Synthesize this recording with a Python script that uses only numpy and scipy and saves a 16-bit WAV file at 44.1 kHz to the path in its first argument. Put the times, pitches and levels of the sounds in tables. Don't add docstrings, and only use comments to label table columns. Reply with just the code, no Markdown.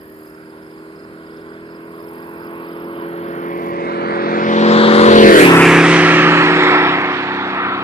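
import sys
import numpy as np
from scipy import signal
from scipy.fft import irfft, next_fast_len
from scipy.io import wavfile
from scipy.ndimage import map_coordinates

SR = 44100
rng = np.random.default_rng(int(sys.argv[2]) if len(sys.argv) > 2 else 0)


def int16_out(signal):
    q = np.round(np.clip(np.atleast_2d(signal).T, -1, 1) * 32767)
    wavfile.write(sys.argv[1], SR, q.astype(np.int16))


def ratio_of_db(decibels):
    return 10 ** (np.asarray(decibels, float) / 20)


N = 345303

SIDE_S = [
    1.5,
    3.7,
    4.801,
    5.25,
    5.6,
    6.2,
    7.4,
]
# (order of the engine cycle [1], level [dB])
NOTE_FAR = [(1, -41), (2, -30.5), (3, -25.5), (4, -10), (5, -12.5), (6, -9.5), (7, -14.5), (8, 0), (9, -9),
            (10, -1.5), (11, -15.5), (12, -12.5), (13, -18.5), (14, -15), (15, -26.5), (16, -17)]
NOTE_NEARING = [(1, -60), (2, -31), (3, -23.5), (4, -8.5), (5, -14), (6, -9.5), (7, -13), (8, 3.5),
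                (9, -12.5), (10, -3.5), (11, -10), (12, -16.5), (13, -3.5), (14, -27.5), (15, -33),
                (16, -13)]
NOTE_NOSE = [(1, -46.5), (2, -34), (3, -19.5), (4, -10), (5, 4.5), (6, -12.5), (7, -11.5), (8, -4),
             (9, -4.5), (10, -13.5), (11, -1.5), (12, -25.5), (13, -3.5), (14, -22.5), (15, -34), (16, -23)]
NOTE_ABEAM = [(1, -29), (2, -23), (3, -16), (4, -18), (5, 4.5), (6, -19.5), (7, -8), (8, 4.5), (9, 2.5),
              (10, 3.5), (11, 4.5), (12, -22.5), (13, 2.5), (14, -19), (15, -17.5), (16, -3.5)]
NOTE_PAST = [(1, -37.5), (2, -26), (3, -14), (4, -9.5), (5, 3), (6, -22), (7, -13), (8, -1.5), (9, -0.5),
             (10, 1), (11, 2), (12, -8), (13, -1.5), (14, -8.5), (15, -23), (16, -9)]
NOTE_TAIL = [(1, -52), (2, -43), (3, -28.5), (4, -21), (5, 5.5), (6, -29.5), (7, -34.5), (8, -13.5),
             (9, 7.5), (10, -2.5), (11, 6.5), (12, -18), (13, -8.5), (14, -8), (15, -20.5), (16, -3)]
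NOTE_LEAVING = [(1, -48), (2, -39.5), (3, -15.5), (4, -12), (5, -12.5), (6, 0), (7, -27), (8, -0.5), (9, 2),
                (10, -14), (11, 2.5), (12, -8.5), (13, -10), (14, -11), (15, -9.5), (16, -27.5)]
# (frequency [Hz], density [dB per Hz])
RASP = [(110, -10), (170, -1), (300, 2.5), (450, 0), (620, -4)]
RASP_DB = [-8, -6.5, -12, -10, -13, -7.5, -5.5]
NOTE_PAN_DB = [-1.1, -1, 1, 0.89, -0.59, .3, .3]
# (frequency [Hz], density [dB per Hz])
ROAR_FAR = [(360, -32), (620, -8.5), (684, -50), (786, -23), (973, 13), (1060, -4.5), (1290, -8),
            (1550, -1), (1910, -13.5), (4400, -16.5), (5720, -58), (9680, -120)]
ROAR_NEARING = [(360, -31), (620, -6), (705, -1), (902, 2), (1030, 3.5), (1180, -2.5), (2060, -7.5),
                (3090, -24.5), (4640, -33), (8000, -43), (10400, -48), (17600, -120)]
ROAR_NOSE = [(620, -5), (950, 7), (1900, 2.5), (2700, -15), (3900, -13), (5200, -26), (8700, -39.5),
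             (11000, -39.5), (14000, -68.5)]
ROAR_ABEAM = [(360, -30), (620, -14.5), (1020, 0), (1100, -9), (1630, -1.5), (2000, -10.5), (2890, -14),
              (4300, -13.5), (5400, -33), (11300, -30.5), (13000, -40)]
ROAR_PAST = [(360, -35), (620, -13.5), (908, -13), (1350, -8.5), (2030, -11), (3080, -10.5), (3930, -25),
             (4290, -23.5), (11300, -26), (12400, -30.5), (13000, -59)]
ROAR_TAIL = [(360, -36), (620, -17), (792, -12.5), (1350, -7.5), (1470, -11.5), (1850, -6), (2650, -13),
             (3120, -2), (3430, -10), (9010, -35), (10000, -46), (13000, -73), (22000, -120)]
ROAR_LEAVING = [(360, -42), (620, -20), (768, -9), (1040, -8), (1340, -8), (1490, -10.5), (2100, -13),
                (2360, -17), (3470, -19.5), (6320, -47.5), (8000, -45), (10400, -83), (17600, -120)]
ROAR_DB = [-9, -6.5, -7, -8.5, -3, -1.5, 4]
HISS_DB = [-26, -26, -18, -16.5, -16, -12, -11.5]
# (time [s], left delay of the note [ms], left delay of the roar [ms])
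BEARING = [(0, -.147, -.26), (2.9, -.165, -.25), (3.95, -.39, -.46), (4.3, -.386, -.43),
           (4.85, -.348, -.27), (5.35, -.41, -.41), (5.68, .025, .02), (6.4, .12, .13), (7.83, .14, .14)]
# (time [s], rate [Hz])
REVS = [(0, 34.5), (.35, 34.58), (1.4, 35.65), (2.3, 36.45), (3.35, 37.09), (4.3, 37.46), (5.0, 37.94),
        (5.7, 37.57), (6.7, 37.75), (7.5, 36.97), (7.83, 36.9)]
# (time [s], level [dB])
CAR_LEVEL = [(0, -40), (.4, -39), (1.4, -36.5), (2.3, -34), (3.35, -27), (3.9, -23), (4.4, -18),
             (4.72, -10), (5.0, -7.5), (5.26, -4), (5.42, -4.5), (5.5, -8), (6.1, -12.5), (6.75, -17),
             (7.05, -22.5), (7.25, -26.5), (7.83, -28.5)]
# (time [s], lift [dB], length [s])
SWELLS = [(2.298, 13, 0.33), (4.3, 16, 0.47), (5.513, 16, 0.093), (6.096, 9.5, 0.045), (6.3, 8, 0.082),
          (6.43, 10, 0.059), (6.773, 13.5, 0.15), (7.65, 21, 0.11)]
# (time [s], left minus right below the split [dB], above the split [dB])
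SHADE = [(3.0, -4.5, 3.5), (3.82, -4.5, 6), (4.24, -3.0, 0.5), (4.96, 7.5, -7), (5.45, -2.5, 3.5),
         (5.6, -1.0, -2.0), (6.34, -2, -7.5), (6.99, -0.5, -4.5), (7.17, -2.0, -12.0), (7.83, 1, -5.5)]
# (time [s], extra path [ms], share [1])
ARM_MIRROR = [(3.4, 0.93, 0.38), (3.8, 0.84, 0.39), (4.3, 0.5, 0.31), (4.7, 0.17, 0.094)]
# (frequency [Hz], density [dB per Hz])
FIELD = [(30, -14.5), (100, -8), (400, -16), (2000, -0.5), (5000, -34.5), (7000, -17), (9000, -4),
         (14000, -16.5)]
# (start [s], swell [s], end [s], fade [s], level [dB])
KATYDID = [
    (-.2, .1, .31, .03, -56),
    (1.45, 0.61, 3.7, 0.13, -54.5),
    (7.0, .6, 7.9, .1, -64),
]
# (time [s], level [dB])
LEFT_CHIRPS = [(.268, -57), (.631, -56), (.965, -55), (1.335, -55), (1.669, -56), (2.007, -55),
               (2.374, -57), (2.77, -55)]
# (time [s], level [dB])
RIGHT_CHIRPS = [(-.062, -57), (.199, -56), (.426, -55.5), (.706, -55), (.961, -54), (1.235, -53),
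                (1.461, -55), (1.688, -54), (1.918, -57), (2.154, -55), (2.398, -53), (2.653, -53),
                (2.938, -56), (3.246, -55.5), (3.545, -59)]
# (time after the start [s], level [dB], pitch shift [Hz])
LEFT_STROKES = [(0, -1, -30), (.038, 0, 0), (.081, 0, -10)]
# (time after the start [s], level [dB], pitch shift [Hz])
RIGHT_STROKES = [(0, -3, -92), (.036, 0.5, 0), (.077, 0, 20)]
# (time [s], level [dB], length [s])
GUSTS = [
    (5.153, -31.5, 0.084),
    (5.701, -46.5, .35),
]

TIME = np.arange(N) / SR
STEP = 128
SLOW = TIME[::STEP]
SIZE = next_fast_len(N)
HZ = np.fft.rfftfreq(SIZE, 1 / SR)
METRES_PER_CYCLE, PASSES_S, KERB_M = 1.223, 5.39, 3.9
SOUND_SPEED = 343


def unit(x):
    return x / np.sqrt(np.mean(x ** 2))


def band(hz, octaves):
    place = np.log2(HZ / hz + 1e-9) / octaves
    inside = np.abs(place) < 1
    lines = rng.standard_normal((inside.sum(), 2)) @ [1, 1j]
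    bins = np.zeros(len(HZ), complex)
    bins[inside] = np.cos(np.pi / 2 * place[inside]) * lines
    return unit(irfft(bins, SIZE)[:N])


def walk(rate):
    knots = rng.standard_normal(400)
    return unit(map_coordinates(knots, [SLOW * rate], order=3))


def fine(slow):
    return np.interp(TIME, SLOW, slow)


def bump(s, length_s):
    return np.exp(-((TIME - s) / length_s) ** 2)


def apart(noise):
    return np.array([noise, np.roll(noise, N // 3)])


def colour(table, hz):
    f, db = np.transpose(table)
    return np.interp(np.log(hz), np.log(f), db)


def turning(sides_db, counted):
    gain = ratio_of_db(np.array([np.interp(SLOW, SIDE_S, row) for row in np.transpose(sides_db)]))
    return gain / np.sqrt(np.sum(gain[counted] ** 2, axis=0))


def spaced(x, delay_ms, pan_db):
    shift = delay_ms * SR / 2000
    channels = []
    for side in (1, -1):
        delayed = map_coordinates(x, [np.arange(N) - side * shift], order=2, mode="nearest")
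        channels.append(ratio_of_db(side * pan_db / 2) * delayed)
    return np.array(channels)


def doppler():
    revs = np.interp(TIME, *np.transpose(REVS))
    speed = METRES_PER_CYCLE * revs
    along = speed * (TIME - PASSES_S)
    return revs / (1 + speed / SOUND_SPEED * along / np.hypot(along, KERB_M))


def exhaust(hz, flutter_db=.8, slip=.15):
    notes = [NOTE_FAR, NOTE_NEARING, NOTE_NOSE, NOTE_ABEAM, NOTE_PAST, NOTE_TAIL, NOTE_LEAVING]
    gains = turning(np.array(notes)[:, :, 1], slice(3, 14))
    gains[2:5:2] *= np.tanh((SLOW - 5.39) / .08)
    cycle = np.exp(2j * np.pi * np.cumsum(hz) / SR)
    out, order = 0, 1
    for gain in gains:
        order = order * cycle
        level = ratio_of_db(flutter_db * walk(5))
        phase = slip * walk(8) + 2 * np.pi * rng.random()
        out = out + fine(gain * level * np.exp(1j * phase)) * order
    return np.sqrt(2) * out


def rasp():
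    centres = 110 * 2 ** (np.arange(6) / 2)
    return unit(sum(ratio_of_db(colour(RASP, hz) + 10 * np.log10(hz)) * band(hz, .5) for hz in centres))


def road(x):
    heights_m2 = 0.422
    reach_m, nose_lead_s = 9, 0.044
    speed = METRES_PER_CYCLE * np.interp(TIME, *np.transpose(REVS))
    away = np.hypot(speed * (TIME - PASSES_S + nose_lead_s), KERB_M)
    share = .72 * np.exp(-(away / reach_m) ** 2)
    late = TIME - 2 * heights_m2 / away / SOUND_SPEED
    x = signal.sosfilt(signal.cheby1(8, 1, 12600, fs=SR, output="sos"), x)
    dull = signal.sosfiltfilt(signal.butter(3, 3840, fs=SR, output="sos"), x)
    echo = share * np.array([np.interp(late, TIME, side) for side in dull])
    return x - dull + (dull + echo) / np.sqrt(1 + share ** 2)


def shaded(x):
    s, *columns = np.transpose(SHADE)
    low_db, high_db = (np.interp(TIME, s, c) * [[.5], [-.5]] for c in columns)
    low = signal.sosfiltfilt(signal.butter(3, 3000, fs=SR, output="sos"), x)
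    out = ratio_of_db(low_db) * low + ratio_of_db(high_db) * (x - low)
    s, *columns = np.transpose(ARM_MIRROR)
    late_ms, share = (np.interp(TIME, s, c) for c in columns)
    reflected = np.interp(TIME - late_ms / 1000, TIME, out[0])
    left = (out[0] + share * reflected) / np.sqrt(1 + share ** 2)
    return np.array([left, out[1]])


def roar(hiss_db, ring_db, delay_ms, alike_hz=5200):
    centres = 620 * 2 ** (np.arange(19) / 4)
    sides = [ROAR_FAR, ROAR_NEARING, ROAR_NOSE, ROAR_ABEAM, ROAR_PAST, ROAR_TAIL, ROAR_LEAVING]
    sides_db = np.array([colour(t, centres) + 10 * np.log10(centres) for t in sides])
    body = turning(sides_db[:, :9], slice(1, 9))
    hiss = turning(sides_db[:, 9:], slice(0, 5)) * ratio_of_db(hiss_db[::STEP])
    hiss[5:] *= ratio_of_db(5.6 * np.exp(-((SLOW - 5.41) / 0.048) ** 2))
    narrow = np.interp(SLOW, [5.1, 5.35, 5.5, 5.65], [1, .85, .6, 1])
    ring = band(1335, 0.06) + ratio_of_db(-6) * band(1900, 0.1)
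    direct = np.interp(TIME, [5.4, 5.8], [0, 1]) * ratio_of_db(ring_db - 1) * ring
    scattered = 0
    for hz, gain in zip(centres, [*body, *hiss]):
        alike = narrow / (1 + (hz / alike_hz) ** 2)
        gain = gain * ratio_of_db(1.3 * walk(3) + 1.2 * walk(11))
        direct = direct + fine(np.sqrt(alike) * gain) * band(hz, 1 / 4)
        scattered = scattered + fine(np.sqrt(1 - alike) * gain) * apart(band(hz, 1 / 4))
    return shaded(road(spaced(direct, delay_ms, 0) + scattered))


def car():
    note_db = np.interp(TIME, *np.transpose(CAR_LEVEL))
    by_side = (RASP_DB, NOTE_PAN_DB, ROAR_DB, HISS_DB)
    rasp_db, note_pan_db, roar_db, hiss_db = (np.interp(TIME, SIDE_S, c) for c in by_side)
    swell_db = sum(db * bump(s, length_s) for s, db, length_s in SWELLS)
    roar_db = roar_db + 0.14 * swell_db
    ring_db = -14.5 + swell_db
    s, *columns = np.transpose(BEARING)
    note_ms, roar_ms = (np.interp(TIME, s, c) for c in columns)
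    note = exhaust(doppler())
    puffs = unit(1 + 0.095 * np.abs(note))
    pipes = spaced(note.real + ratio_of_db(rasp_db) * rasp(), note_ms, note_pan_db)
    gas = ratio_of_db(roar_db + 1.5) * puffs * roar(hiss_db - roar_db, ring_db - roar_db, roar_ms)
    return ratio_of_db(note_db) * (pipes + gas)


def field(level_db=-56):
    out, gust = 0, walk(0.87)
    for hz in 30 * 2 ** np.arange(0, 9, .5):
        mid, side = apart(band(hz, .5)) * [[1], [min(hz / 700, 1)]]
        gust_db = 3.6 * gust * min(90 / hz, 1) + walk(4.1)
        level = ratio_of_db(colour(FIELD, hz) + 10 * np.log10(hz) + gust_db)
        out = out + fine(level) * np.array([mid + side, mid - side])
    return ratio_of_db(level_db) * unit(out)


def throb(hz, sharp, first_s):
    beat = hz * (TIME - first_s) + .05 * fine(walk(2))
    return unit(np.exp(sharp * np.cos(2 * np.pi * beat)))


def katydids():
    rest_db = -78.5
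    bouts_db = rest_db
    for start, swell, end, fade, db in KATYDID:
        lift = db - rest_db
        bouts_db = bouts_db + np.interp(TIME, [start, start + swell, end, end + fade], [0, lift, lift, 0])
    beats = throb(45.2, .6, 2.16)
    buzz = ratio_of_db(bouts_db) * beats * ratio_of_db(np.array([[3], [-3]])) * apart(band(12140, 0.45))
    pace = throb(18.91, 2.5, .659)
    ticks = np.interp(TIME, [0, .6, 3.0, 3.4], [0.21, 0.48, 1.0, 0.24]) * pace * band(8340, 0.071)
    chorus = ratio_of_db(-64.0) * apart(band(4900, 0.18))
    return chorus + buzz + ticks * ratio_of_db(np.array([[-72], [-69]]))


def crickets(length_s=.026, fall_hz=600):
    out = np.zeros((2, N))
    t = np.arange(int(length_s * SR)) / SR - length_s / 2
    # chirps, strokes, pitch [Hz], left minus right [dB]
    singers = [(LEFT_CHIRPS, LEFT_STROKES, 5130, 6), (RIGHT_CHIRPS, RIGHT_STROKES, 4890, -5)]
    for chirps, strokes, hz, pan_db in singers:
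        sides_db = np.array([[pan_db], [-pan_db]]) / 2
        for start_s, db in chirps:
            for after_s, soft_db, shift_hz in strokes:
                cycles = (hz + shift_hz) * t - fall_hz * t ** 2 / length_s / 2
                stroke = np.hanning(len(t)) * np.sin(2 * np.pi * cycles)
                i = int((start_s + after_s - length_s / 2) * SR)
                if i >= 0:
                    out[:, i:i + len(t)] += ratio_of_db(db + soft_db + sides_db) * stroke
    return out * (1 + .4 * apart(band(250, 1.5)))


def wake():
    push = ratio_of_db(-58.5) + sum(ratio_of_db(db) * bump(s, length_s) for s, db, length_s in GUSTS)
    mid = band(80, .9) + ratio_of_db(-29.0) * band(57, 1.0)
    side = ratio_of_db(-5.0) * band(69, 0.42)
    return push * fine(ratio_of_db(1.0 * walk(6.5))) * np.array([mid + side, mid - side])


def handling():
    t = np.clip(TIME - 3.35, 0, None)
    return ratio_of_db(-24) * t / .002 * np.exp(-t / .002) * np.sin(2 * np.pi * 1500 * t)


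def scene():
    return car() + wake() + crickets() + katydids() + field() + handling()


def gate_treble(x, floor_db=-82, follow=.8, from_hz=3200):
    f, _, cells = signal.stft(x, SR, nperseg=2048)
    power = np.abs(cells[:, :1024]) ** 2 + 1e-14
    loud_db = 10 * np.log10(power.sum(axis=1, keepdims=True))
    band_db = 10 * np.log10(power.reshape(2, 128, 8, -1).sum(axis=2))
    whim_db = 5.1 * rng.standard_normal(band_db.shape)
    threshold_db = floor_db + follow * (loud_db + 38)
    keep = np.repeat(band_db + whim_db > threshold_db, 8, axis=1)
    cells[:, :1024] *= keep | (f[:1024, None] < from_hz)
    return signal.istft(cells, SR, nperseg=2048)[1][:, :N]


def top_cut(x):
    return signal.sosfilt(signal.butter(12, 14310, fs=SR, output="sos"), x)


def record(dry):
    rounded = 1.3 * dry / (1.3 ** 4 + dry ** 4) ** .25
    top = signal.ellip(8, .2, 70, 14400, fs=SR, output="sos")
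    thin = gate_treble(signal.sosfilt(top, rounded))
    mix = np.clip(thin, -1, 1)
    return top_cut(mix)


dry = scene()
out = record(dry)
int16_out(out)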